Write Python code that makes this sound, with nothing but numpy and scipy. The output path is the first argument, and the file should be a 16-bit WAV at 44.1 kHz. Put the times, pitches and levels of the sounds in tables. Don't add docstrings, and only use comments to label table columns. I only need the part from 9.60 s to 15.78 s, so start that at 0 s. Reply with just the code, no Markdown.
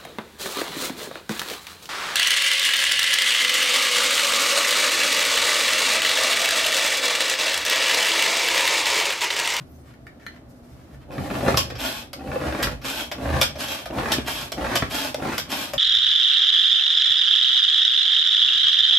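import sys
import numpy as np
from scipy import signal
from scipy.fft import rfft, irfft, next_fast_len
from scipy.io import wavfile
from scipy.ndimage import uniform_filter1d, map_coordinates

SR = 44100
rng = np.random.default_rng(int(sys.argv[2]) if len(sys.argv) > 2 else 0)


def store_pcm(level_fs):
    pcm = np.round(np.clip(level_fs, -1, 1) * 32767).astype(np.int16)
    wavfile.write(sys.argv[1], SR, np.atleast_2d(pcm).T)


def invert_db(x):
    u = np.asarray(x, float) / 20
    return 10 ** u


N = 272538

# start/s, cord stop/s, strength/dB, extra wall rattle/dB, extra table shake/dB
PULLS = [
    (1.473, 1.97, -30, -3.5, 2.5),
    (2.537, 3.033, -33, -1, -7),
    (3.525, 3.809, -32, 0, -2),
    (4.28, 4.53, -30, 1.5, -2),
    (4.932, 5.164, -30, 2.5, 3),
    (5.553, 5.741, -32.5, 3, -13),
    (6.116, 6.3, -43, 6, 16),
]
# f/Hz, width/Hz, level/dB
BOWL = [(163, 37, -18), (258, 100, 1), (399, 85, -1), (541, 108, -0.5), (838, 110, -10)]
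# f/Hz, width/Hz, level/dB
WALL = [(1074, 313, -0.5), (1435, 167, 5), (1570, 373, 1.5), (2547, 350, -2.5), (3020, 1300, -10),
        (5840, 4300, -18.5)]
# f/Hz, width/Hz, level/dB
LID = [(1078, 26, -1), (1477, 117, 1), (1645, 203, -2), (2580, 365, -2.5), (3220, 240, 1.5),
       (4060, 1180, -7), (5460, 520, -6.5), (6370, 550, -12), (7980, 1380, -14), (11640, 1230, -11.5),
       (13900, 2700, -21.5)]
# f/Hz, width/Hz, level/dB
TABLE = [(53.6, 19, -1.7), (79, 15.3, -0.15), (132.7, 29.3, -1.6)]


def unit(x):
    return x / np.sqrt(np.mean(x ** 2) + 1e-20)


def along(points, hz, column=1):
    rows = np.transpose(points)
    return np.interp(np.log(hz + 1), np.log(rows[0] + 1), rows[column])


def strokes(rows, edge_s):
    t = np.arange(N) / SR
    start, end = np.transpose(rows)[:, :, None]
    return np.clip(np.minimum(t - start, end - t) / edge_s, 0, 1) ** 2


def bumps(rows, column=2):
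    t = np.arange(N) / SR
    return sum(row[column] * np.exp(-(2 * (t - row[0]) / row[1]) ** 2) for row in rows)


def wobble(rate):
    knots = rng.standard_normal(int(N * rate / SR) + 4)
    return map_coordinates(knots, [np.arange(N) * rate / SR])


def filtered(x, response):
    m = next_fast_len(N + SR // 2)
    return irfft(rfft(x, m) * response(np.fft.rfftfreq(m, 1 / SR)), m)[..., :N]


def ring(x, modes):
    def response(f):
        total = 0
        for k, (centre, width, db) in enumerate(modes):
            band = 1j * f * width
            total = total + (-1) ** k * invert_db(db) * band / (centre * centre - f * f + band)
        return total
    return filtered(x, response)


def grit(rate, spread_db, smooth):
    size = invert_db(spread_db * np.minimum(rng.exponential(size=N), 2)) * np.sign(rng.standard_normal(N))
    taps = unit((rng.random(N) < rate / SR) * size)
    return unit(taps + smooth * rng.standard_normal(N))


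def chime(modes, detune):
    t = np.arange(SR // 10) / SR
    hz, db, t60 = np.transpose(modes)[:, :, None]
    pitch, size = rng.standard_normal((2, len(modes), 1))
    decay = invert_db(db + 2 * size - 60 * t / t60)
    return (decay * -np.sin(2 * np.pi * hz * (1 + detune * pitch) * t)).sum(0)


def blow(db, t60, rise_ms, crack):
    t = np.arange(SR // 5) / SR
    rebounds = invert_db(20 * uniform_filter1d(rng.standard_normal(len(t)), size=36))
    fall = invert_db(-60 * t / t60) + crack * invert_db(-60 * t / 0.018)
    rise = 1 - np.exp(-t * 1000 / rise_ms)
    burst = rebounds * rng.standard_normal(len(t)) * fall * rise
    return invert_db(db - 4.5) * burst / np.std(burst[:SR // 100])


def pulled(rule, column=None):
    level_db, climb_db, bite, jump_db, coast_db_per_s = rule
    t, gain = np.arange(N) / SR, 0
    for row in PULLS:
        start, stop, db = row[:3]
        out = np.clip((t - start) / (stop - start), 0, 1)
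        climb = -climb_db * (1 - out) ** 1.01
        shape_db = np.where(t < stop, climb, jump_db - coast_db_per_s * (t - stop))
        extra_db = row[column] if column else 0
        gain = gain + np.minimum(out / bite, 1) * invert_db(db + extra_db + level_db + shape_db)
    return gain


def spin():
    start, stop = np.transpose(PULLS)[:2]
    times = np.transpose([start - .02, start, stop]).ravel()
    return np.interp(np.arange(N) / SR, times, np.tile([1, 0, 1], len(PULLS)))


def blades():
    # t/s, length/s, bowl change/dB, table change/dB
    pieces = [(.0, 0.057, 0, 20.5), (1.6, 0.053, -2, 7), (1.685, 0.047, -2, -11), (1.75, 0.038, 4.5, 0),
              (1.93, 0.032, -2, -8), (2.91, 0.044, -5, -4), (3.96, 0.029, 9, 15), (4.82, .08, 3, 10),
              (0.63, 0.053, 0, -1), (1.89, 0.094, 8, 6.5), (2.17, 0.12, 7, 11), (2.68, 0.054, -1, 11),
              (2.86, 0.1, 4, 14), (3.08, 0.13, 8.5, 16), (3.74, 0.19, 4, 15.5), (4.39, 0.1, 1, 6.5),
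              (4.58, 0.029, -5, 11), (5.04, 0.088, 2, 3), (5.61, 0.19, -1.5, 7), (5.68, 0.048, 4, 4),
              (5.82, 0.038, -11, 18), (1.25, 0.085, 0, 5), (5.23, 0.061, -2, -7)]
    # level over strength/dB, climb to stop/dB, bite/share of pull, jump at stop/dB, coasting loss/(dB/s)
    churn = (-2.5, 3.5, 0.22, -2.5, 100)
    rattle = (-9.5, 10.5, 0.39, -3.5, 129)
    spray = (-9, 18, 0.7, 0, 136)
    gears = (-11, 7.5, 0.38, 5, 169)
    rock = (-9, 1, .3, -5, 75)
    # f/Hz, level/(dB per Hz)
    hiss_spectrum = [(1470, -25), (2500, -1), (4450, -8), (6090, -12), (12300, -12.5), (15000, -17),
                     (15600, -36), (16500, -71)]

    load_db = bumps(pieces)
    lumps = invert_db(1.1 * wobble(35) + 1.7 * wobble(95))
    pulp = lumps * grit(220, spread_db=3.5, smooth=1.1)
    slaps = filtered(pulp, lambda f: 1 / (1 + 1j * f / 1200))
    taps = 2.16 * slaps + lumps * grit(600, spread_db=6, smooth=0.8)

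    slow = ring(taps, np.array(WALL[:3]) * [0.854, 1, 1])
    fast = ring(taps, np.array(WALL[:3]) * [1.066, 1, 1])
    speed = spin()
    low = np.sqrt(1 - speed) * slow + np.sqrt(speed) * fast
    high = ring(taps, WALL[3:])
    wall = (pulled(rattle, column=3) * low - pulled(spray, column=3) * high) / np.std(low)

    mesh = np.sqrt(lumps) * grit(4900, spread_db=-4.0, smooth=4.1)
    hiss = unit(filtered(mesh, lambda f: invert_db(along(hiss_spectrum, f))))
    bowl = invert_db(load_db + 1.5) * pulled(churn) * unit(ring(slaps, BOWL))
    bowl = bowl + invert_db(0.75 * load_db + 6.0) * wall
    bowl = bowl + invert_db(0.39 * load_db - 3.0) * pulled(gears) * hiss

    sway = invert_db(1.5 * wobble(21.74)) * pulled(rock, column=4)
    idle = invert_db(-53 + 2.5 * wobble(11))
    shake = invert_db(bumps(pieces, column=3)) * (sway + idle)
    return bowl + shake * unit(ring(ring(slaps, TABLE), TABLE))


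def cuts():
    # t/s, peak/dB, wall edge/dB
    slices = [(1.508, -29, -2), (1.648, -29, -7), (1.662, -25, -4), (1.703, -19, -1), (1.742, -20.5, -2),
              (1.754, -16, -4), (1.841, -31, -3), (1.864, -16.5, 1.5), (1.881, -15.5, 0), (2.595, -29, -6),
              (2.608, -27, -8), (2.64, -33, -7), (2.675, -23, -5), (2.716, -21.5, -3), (2.758, -17.5, -5),
              (2.783, -33, -1), (2.804, -24, -0.5), (2.839, -19, -2), (2.87, -18, -7), (2.901, -28, -3),
              (2.925, -17, -1), (3.001, -18, -8), (3.551, -25, -3), (3.584, -24, -4), (3.612, -25, -3),
              (3.636, -27, -9), (3.658, -21, -2), (3.692, -18, -4), (3.705, -17, -4), (3.741, -16, -3),
              (3.766, -12, -7), (4.309, -24, -2), (4.347, -21, -6), (4.385, -16, -1), (4.408, -18, -6),
              (4.433, -17, -3), (4.458, -13.5, -1), (4.492, -21, -4), (4.584, -17, -7), (4.979, -28, 3),
              (5.011, -18.5, -3), (5.044, -16, -3), (5.068, -22, 7), (5.108, -23, -3), (5.602, -25, -4),
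              (5.624, -23, 0.5), (5.653, -18, -5), (5.719, -21.5, 0), (5.741, -21.5, 0)]
    # f/Hz, level/dB, t60/s
    bowl_modes = [(252, -5, .045), (560, -1.5, .045), (767, -5, .035)]
    # f/Hz, level/dB, t60/s
    wall_modes = [(1150, -1, .03), (1450, -1, .03), (1800, -4, 0.017), (2600, -4, .02), (3600, -11, 0.0066)]
    out = np.zeros(N + SR)
    for s, db, edge_db in slices:
        note = chime(bowl_modes, detune=0.052) + invert_db(edge_db) * chime(wall_modes, detune=0.052)
        out[round(s * SR):][:SR // 10] += invert_db(db - 9) * note
    return out[:N]


def clacks():
    # t/s, peak/dB, bowl note/dB, t60/s, extra wall/dB
    stops = [
        (1.9718, -6, -7.5, 0.014, -1),
        (3.027, -10.5, -8.5, 0.053, 3.5),
        (3.8126, -5.5, -10, 0.1, 2.5),
        (4.5183, -9.5, -13, 0.085, -3),
        (5.1544, -9, -4.5, 0.022, 3),
        (5.7799, -13.5, -5.5, 0.018, 2),
    ]
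    # t/s, peak/dB, bowl note/dB, t60/s
    releases = [
        (1.5137, -41.5, 4.5, 0.39),
        (3.2438, -31.5, -4, 0.05),
        (4.6702, -29, -8, 0.14),
        (5.9, -40, -12, 0.11),
    ]
    # t/s, peak/dB, bowl note/dB, t60/s, extra wall/dB (optional)
    clutch = [
        (2.5308, -23, -6, 0.033),
        (3.5138, -21.5, 2, 0.055),
        (4.256, -27, 3, 0.052),
        (4.9188, -18, -5, 0.035, -3),
        (5.5436, -20, 2.5, 0.019),
        (6.135, -20.5, 2, 0.0077),
    ]
    # t/s, peak/dB, bowl note/dB, t60/s
    pawls = [
        (2.1001, -26, -1.5, 0.036),
        (2.151, -30.5, -4, 0.13),
        (3.2131, -33, -10, 0.049),
        (3.953, -30.5, 4, 0.1),
        (5.468, -34, -15, 0.046),
    ]
    # f/Hz, width/Hz, level/dB
    note = [(548, 64, 3.5), (687, 153, -3)]
    # f/Hz, width/Hz, level/dB
    snap = [(2440, 540, -12.5), (3180, 550, 3.5), (4530, 980, 1.5), (5440, 830, 2.5), (6480, 370, -38)]
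    # delay/s, level/dB
    rebounds = [
        (-.004, -16),
        (.007, -6),
        (.016, -7.5),
        (0.031, -18),
    ]

    again = []
    for s, db, note_db, t60, wall_db in stops:
        for later, change_db in rebounds:
            again.append((s + later, db + change_db, note_db - 4.5, t60, wall_db))
    # rows, wall/dB, sizzle/dB, rise/ms, first crack
    kinds = [(stops + again, -12.5, -15, 2, 6.8),
             (releases, 0.5, -14.5, 10, 1),
             (clutch, -5.5, -15, 0.05, -0.5),
             (pawls, -6, -22, 3.5, -0.1)]
    drive = np.zeros((4, N + SR))
    for rows, wall_db, sizzle_db, rise_ms, crack in kinds:
        for s, db, note_db, t60, *more_db in rows:
            share_db = [[note_db + 14], [wall_db + sum(more_db) + 10.0], [-2.5], [sizzle_db + 19]]
            hit = invert_db(share_db) * blow(db, t60, rise_ms, crack)
            drive[:, round(s * SR):][:, :SR // 5] += hit
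    bodies = (note, WALL[:4], snap, LID[8:])
    return sum(ring(part[:N], modes) for part, modes in zip(drive, bodies))


def cracks():
    # t/s, peak/dB, wall note f/Hz, note/dB
    contacts = [
        (1.9743, -10, 1150, 4),
        (1.983, -15, 1086, 6),
        (3.030, -12, 2040, -3),
        (3.814, -7, 2290, -9),
        (3.822, -9, 830, -10),
        (4.521, -10, 930, -6),
        (4.537, -14, 1800, -1),
        (5.156, -16.5, 1660, -2),
        (5.166, -17, 560, 2),
        (5.78, -15, 1500, -6),
    ]
    # f/Hz, level/dB, t60/s
    edge = [(3200, -2, .016), (3750, -3, .012), (5350, -2, .012), (7500, -9, .005), (11800, -6, .006)]
    out = np.zeros(N + SR)
    for s, db, hz, note_db in contacts:
        out[round(s * SR):][:SR // 10] += invert_db(db - 8.5) * chime([(hz, note_db, .05)] + edge, detune=0.033)
    return out[:N]


def ratchet():
    # start/s, end/s, strength/dB, second push/s, its swell/dB
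    rewinds = [
        (2.169, 2.453, -37.5, 2.4, -3),
        (3.221, 3.481, -36.5, 3.41, 2),
        (3.967, 4.245, -37.5, 4.12, 3.5),
        (4.643, 4.891, -36.5, 4.85, 0),
        (5.282, 5.522, -35, 5.46, 3.5),
        (5.877, 6.123, -35, 6.06, -4),
    ]
    # f/Hz, width/Hz, level/dB
    base = [(258, 46, 8.3), (597, 105, 5.4), (874, 240, 1.75)]
    t, whirr, rumble = np.arange(N) / SR, 0, 0
    for start, end, db, push_s, push_db in rewinds:
        run_out_s, sag_db_per_s = 0.083, 31
        run_out = np.clip(1 - (end - t) / run_out_s, 0, 2) ** 2
        push = bumps([(push_s, 0.026, push_db)])
        level_db = db - sag_db_per_s * (t - start) - 14 * run_out + push
        gain = strokes([(start, end + run_out_s)], edge_s=0.036)[0] * invert_db(level_db)
        whirr = whirr + gain
        rumble = rumble + gain * invert_db(-3 + 6.5 * run_out)

    teeth_hz = 280 * invert_db(1.5 * wobble(60))
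    teeth = np.diff(np.floor(np.cumsum(teeth_hz) / SR), prepend=0)
    decay = invert_db(-60 * np.arange(400) / SR / 0.0068)
    skips = signal.fftconvolve(teeth * invert_db(4 * rng.standard_normal(N)), decay)[:N]
    scrape = 0.98 * grit(2500, spread_db=2.5, smooth=0.99)
    drive = invert_db(.8 * wobble(30)) * (unit(skips * rng.standard_normal(N)) + scrape)
    return invert_db(6.0) * (whirr * unit(ring(drive, LID)) + rumble * unit(ring(drive, base)))


def jolts():
    # t/s, peak/dB, pitch/Hz, edge/dB
    lurches = [(1.581, -16.5, 120, -8), (1.71, -17, 214, -6), (1.743, -24, 635, -14),
               (1.808, -25.5, 258, 6), (1.882, -8, 312, -2), (1.943, -12.5, 148, 1.5),
               (2.716, -31, 590, 9.5), (2.758, -15.5, 510, -12), (2.814, -21.5, 493, 1),
               (2.926, -25, 338, 6), (2.949, -17.5, 266, 0), (3.003, -24, 254, 7.5), (3.07, -19, 97, 5.5),
               (3.58, -45, 590, -20), (3.662, -27, 153, -4), (4.302, -24, 194, -21), (4.347, -40, 550, -22),
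               (4.386, -18, 138, 4), (4.583, -16, 265, -3), (4.985, -34, 280, -11), (5.045, -33, 600, 15),
               (5.223, -9, 130, -1.5), (5.622, -19.5, 560, -13)]
    push, shake, edge = np.zeros((3, N + SR))
    t = np.arange(SR // 8) / SR
    for s, db, hz, edge_db in lurches:
        at = slice(round(s * SR), round(s * SR) + len(t))
        burst = rng.standard_normal(len(t)) * invert_db(db + 1.5 - 60 * t / 0.045)
        burst[:3] = 4 * invert_db(db)
        rise = 1 - np.exp(-t / 0.0026)
        push[at] += invert_db(db + 0.5 - 60 * t / 0.042) * np.sin(2 * np.pi * hz * t) * rise
        shake[at] += burst
        edge[at] += invert_db(edge_db) * burst
    body = invert_db(8.0) * ring(shake[:N], TABLE + BOWL) + ring(edge[:N], WALL)
    return push[:N] + filtered(body, lambda f: 1 / (1 + 1j * f / 4000) ** 2)


def handle():
    # t/s, peak/dB, sizzle/dB, t60/s
    touches = [(0.2668, -50, -23, 0.04), (0.3375, -39, -28, 0.036), (0.4668, -31, -26, 0.054),
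               (0.597, -40, -25, 0.23), (0.6647, -23, -19, 0.012), (0.612, -41, -24, 0.1),
               (0.63, -41, -24, 0.1), (0.682, -38, -22, 0.12), (0.72, -45, -22, 0.1),
               (0.762, -41, -22, 0.05), (1.3443, -41, -19, 0.03)]
    # f/Hz, width/Hz, level/dB
    grip = [(1130, 88, -8), (1340, 110, -1), (1780, 200, 4.5), (2260, 290, 0.5), (3040, 810, -10),
            (4750, 1700, -11)]
    # f/Hz, width/Hz, level/dB
    lid_under = [(230, 140, -1), (600, 320, -6), (6400, 6500, -19)]
    drive = np.zeros((2, N + SR))
    for s, db, sizzle_db, t60 in touches:
        hit = invert_db([[0], [sizzle_db]]) * blow(db - 0.5, t60, rise_ms=0.11, crack=1.1)
        drive[:, round(s * SR):][:, :SR // 5] += hit
    return invert_db(1.5) * ring(drive[0, :N], grip + lid_under) + invert_db(4.0) * ring(drive[1, :N], LID[7:])


def grip_chimes():
    # t/s, peak/dB
    firm_knocks = [
        (0.469, -44),
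        (0.665, -34),
    ]
    # f/Hz, level/dB, t60/s
    grip_modes = [
        [(1340, -8, .04), (1740, -1, .07), (2150, -4, .04), (3650, -12, .05)],
        [(1615, -9, .06), (1800, -1, .05), (1994, -2, .08), (2350, -4.5, .04), (3250, -6, .03), (4150, -5, .04)],
    ]
    out = np.zeros(N + SR)
    for (s, db), modes in zip(firm_knocks, grip_modes):
        out[round(s * SR):][:SR // 10] += invert_db(db) * chime(modes, detune=0)
    return out[:N]


def hand():
    # start/s, length/s, drag/dB, brush/dB
    rubs = [
        (-.04, .08, -56, -67),
        (0.043, 0.27, -91, -78),
        (0.226, 0.15, -62.5, -76),
        (0.602, 0.11, -60, -67),
        (.68, 0.13, -61, -80),
        (0.858, 0.28, -84, -76),
        (1.014, 0.15, -64.5, -70),
        (1.139, 0.18, -64.5, -73),
        (1.282, .11, -61.5, -70),
        (1.387, 0.079, -57.5, -75),
    ]
    # start/s, length/s, first f/Hz, last f/Hz, level/dB
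    squeaks = [
        (.09, .1, 5650, 6500, -73),
        (.09, .12, 11200, 12700, -74),
        (.07, .09, 13500, 15200, -70),
        (.17, .07, 7500, 8500, -74),
        (.22, .1, 7900, 7600, -77),
        (-.08, .4, 10200, 9900, -78),
        (.03, .13, 11600, 11300, -78),
        (.14, .16, 15300, 15300, -77),
    ]
    # f/Hz, level/(dB per Hz)
    drag_spectrum = [(700, -120), (900, 4), (1800, -1), (2500, -3.5), (4500, -12), (7000, -32),
                     (9000, -120)]
    # f/Hz, level/(dB per Hz)
    brush_spectrum = [(2500, -120), (3500, -6), (5000, 0), (9000, -5.5), (12000, -4), (15000, -9),
                      (16500, -30)]
    t = np.arange(N) / SR
    gates = strokes([(s, s + length) for s, length, *_ in rubs], edge_s=0.03)
    rustle, sweep = invert_db(np.array(rubs)[:, 2:].T) @ gates
    skin = grit(1000, spread_db=6.0, smooth=0.73)
    sleeve = grit(2500, spread_db=-5.0, smooth=1.5)
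    rub = invert_db(2.5 * wobble(41)) * np.array([skin, sleeve])
    drag, brush = filtered(rub, lambda f: invert_db([along(drag_spectrum, f), along(brush_spectrum, f)]))
    restless = invert_db(-81) * (t < PULLS[0][0])
    out = rustle * unit(drag) + (sweep + restless) * unit(brush)
    for s, length, first_hz, last_hz, db in squeaks:
        u = np.clip((t - s) / length, 0, 1)
        hz = (first_hz + (last_hz - first_hz) * u) * (1 + 0.0044 * wobble(144))
        tone = np.sin(2 * np.pi * np.cumsum(hz) / SR)
        out = out + invert_db(db + 2.7 * wobble(63)) * np.sin(np.pi * u) * tone
    return out


def kitchen(x):
    # f/Hz, t60/s
    decay_times = [(100, 0.67), (600, 0.13), (3000, 0.25), (12000, 0.17)]
    # f/Hz, shared level/dB, left-right level/dB
    wet = [(95, -5.5, -15.5), (285, -9, -17), (804, -2.5, 1.5), (2180, -2, -1.5), (5670, -2, 1.5),
           (12800, -1, 2.5)]
    echo, step = np.zeros((2, N + SR)), SR // 8
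    padded = np.pad(x, (step, 2 * step))
    for start in range(-step, N, step):
        hz, t, z = signal.stft(rng.standard_normal((2, SR // 3)), SR, nperseg=256)
        fall = invert_db(-60 * t / along(decay_times, hz)[:, None])
        tail = signal.istft(z * fall, SR, nperseg=256)[1]
        piece = padded[start + step:][:2 * step] * np.hanning(2 * step)
        piece = piece[max(-start, 0):]
        answer = signal.fftconvolve(piece[None], tail / np.linalg.norm(tail[0]), axes=1)
        echo[:, max(start, 0) + 60:][:, :answer.shape[1]] += answer
    shared, apart = filtered(echo[:, :N], lambda f: invert_db(np.array([along(wet, f), along(wet, f, column=2)])))
    return np.array([x + shared + apart, x + shared - apart])


def fridge():
    # f/Hz, level/(dB per Hz)
    air_spectrum = [(15, -33), (25, 0), (181, -2.5), (258, 4.5), (433, -6.5), (668, -5), (1000, -16),
                    (1150, -14), (2530, -25), (4350, -28.5), (6720, -34.5), (12200, -36), (14800, -36),
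                    (16500, -72)]
    # f/Hz, correlation/1
    alike = [(60, 0.88), (240, 0.94), (950, 0.19), (3770, -0.37), (15000, -0.4)]
    # f/Hz, level/dB
    hum = [(59.2, -88), (118.4, -61), (177.6, -61), (242.2, -58.5), (597.5, -71), (672.9, -68)]

    def mid_side(f):
        turn = np.arccos(np.clip(along(alike, f), -1, 1)) / 2
        return invert_db(along(air_spectrum, f)) * [np.cos(turn), np.sin(turn)]

    mid, side = filtered(rng.standard_normal((2, N)), mid_side)
    out = invert_db(-49.5) * invert_db(.8 * wobble(6)) * unit(np.array([mid + side, mid - side]))
    t = np.arange(N) / SR
    for hz, db in hum:
        swell = invert_db(db + 3.5 * wobble(7.7))
        out = out + swell * np.sin(2 * np.pi * hz * t + 0.19 * wobble(11.0))
    return out


def scene():
    chopper = blades() + cuts() + clacks() + cracks() + ratchet() + jolts()
    hands = handle() + grip_chimes() + hand()
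    return invert_db(0.5) * kitchen(chopper + hands) + fridge()


def top_cut(x):
    return signal.sosfilt(signal.butter(12, 16610, fs=SR, output="sos"), x)


def record(dry):
    # f/Hz, level/dB
    mic = [(20, -12), (40, -4), (80, 0), (15350, 0), (15500, -14), (16500, -18), (16650, -120)]
    heard = filtered(dry, lambda f: invert_db(along(mic, f)))
    return top_cut(heard)


dry = scene()
out = record(dry)
store_pcm(out)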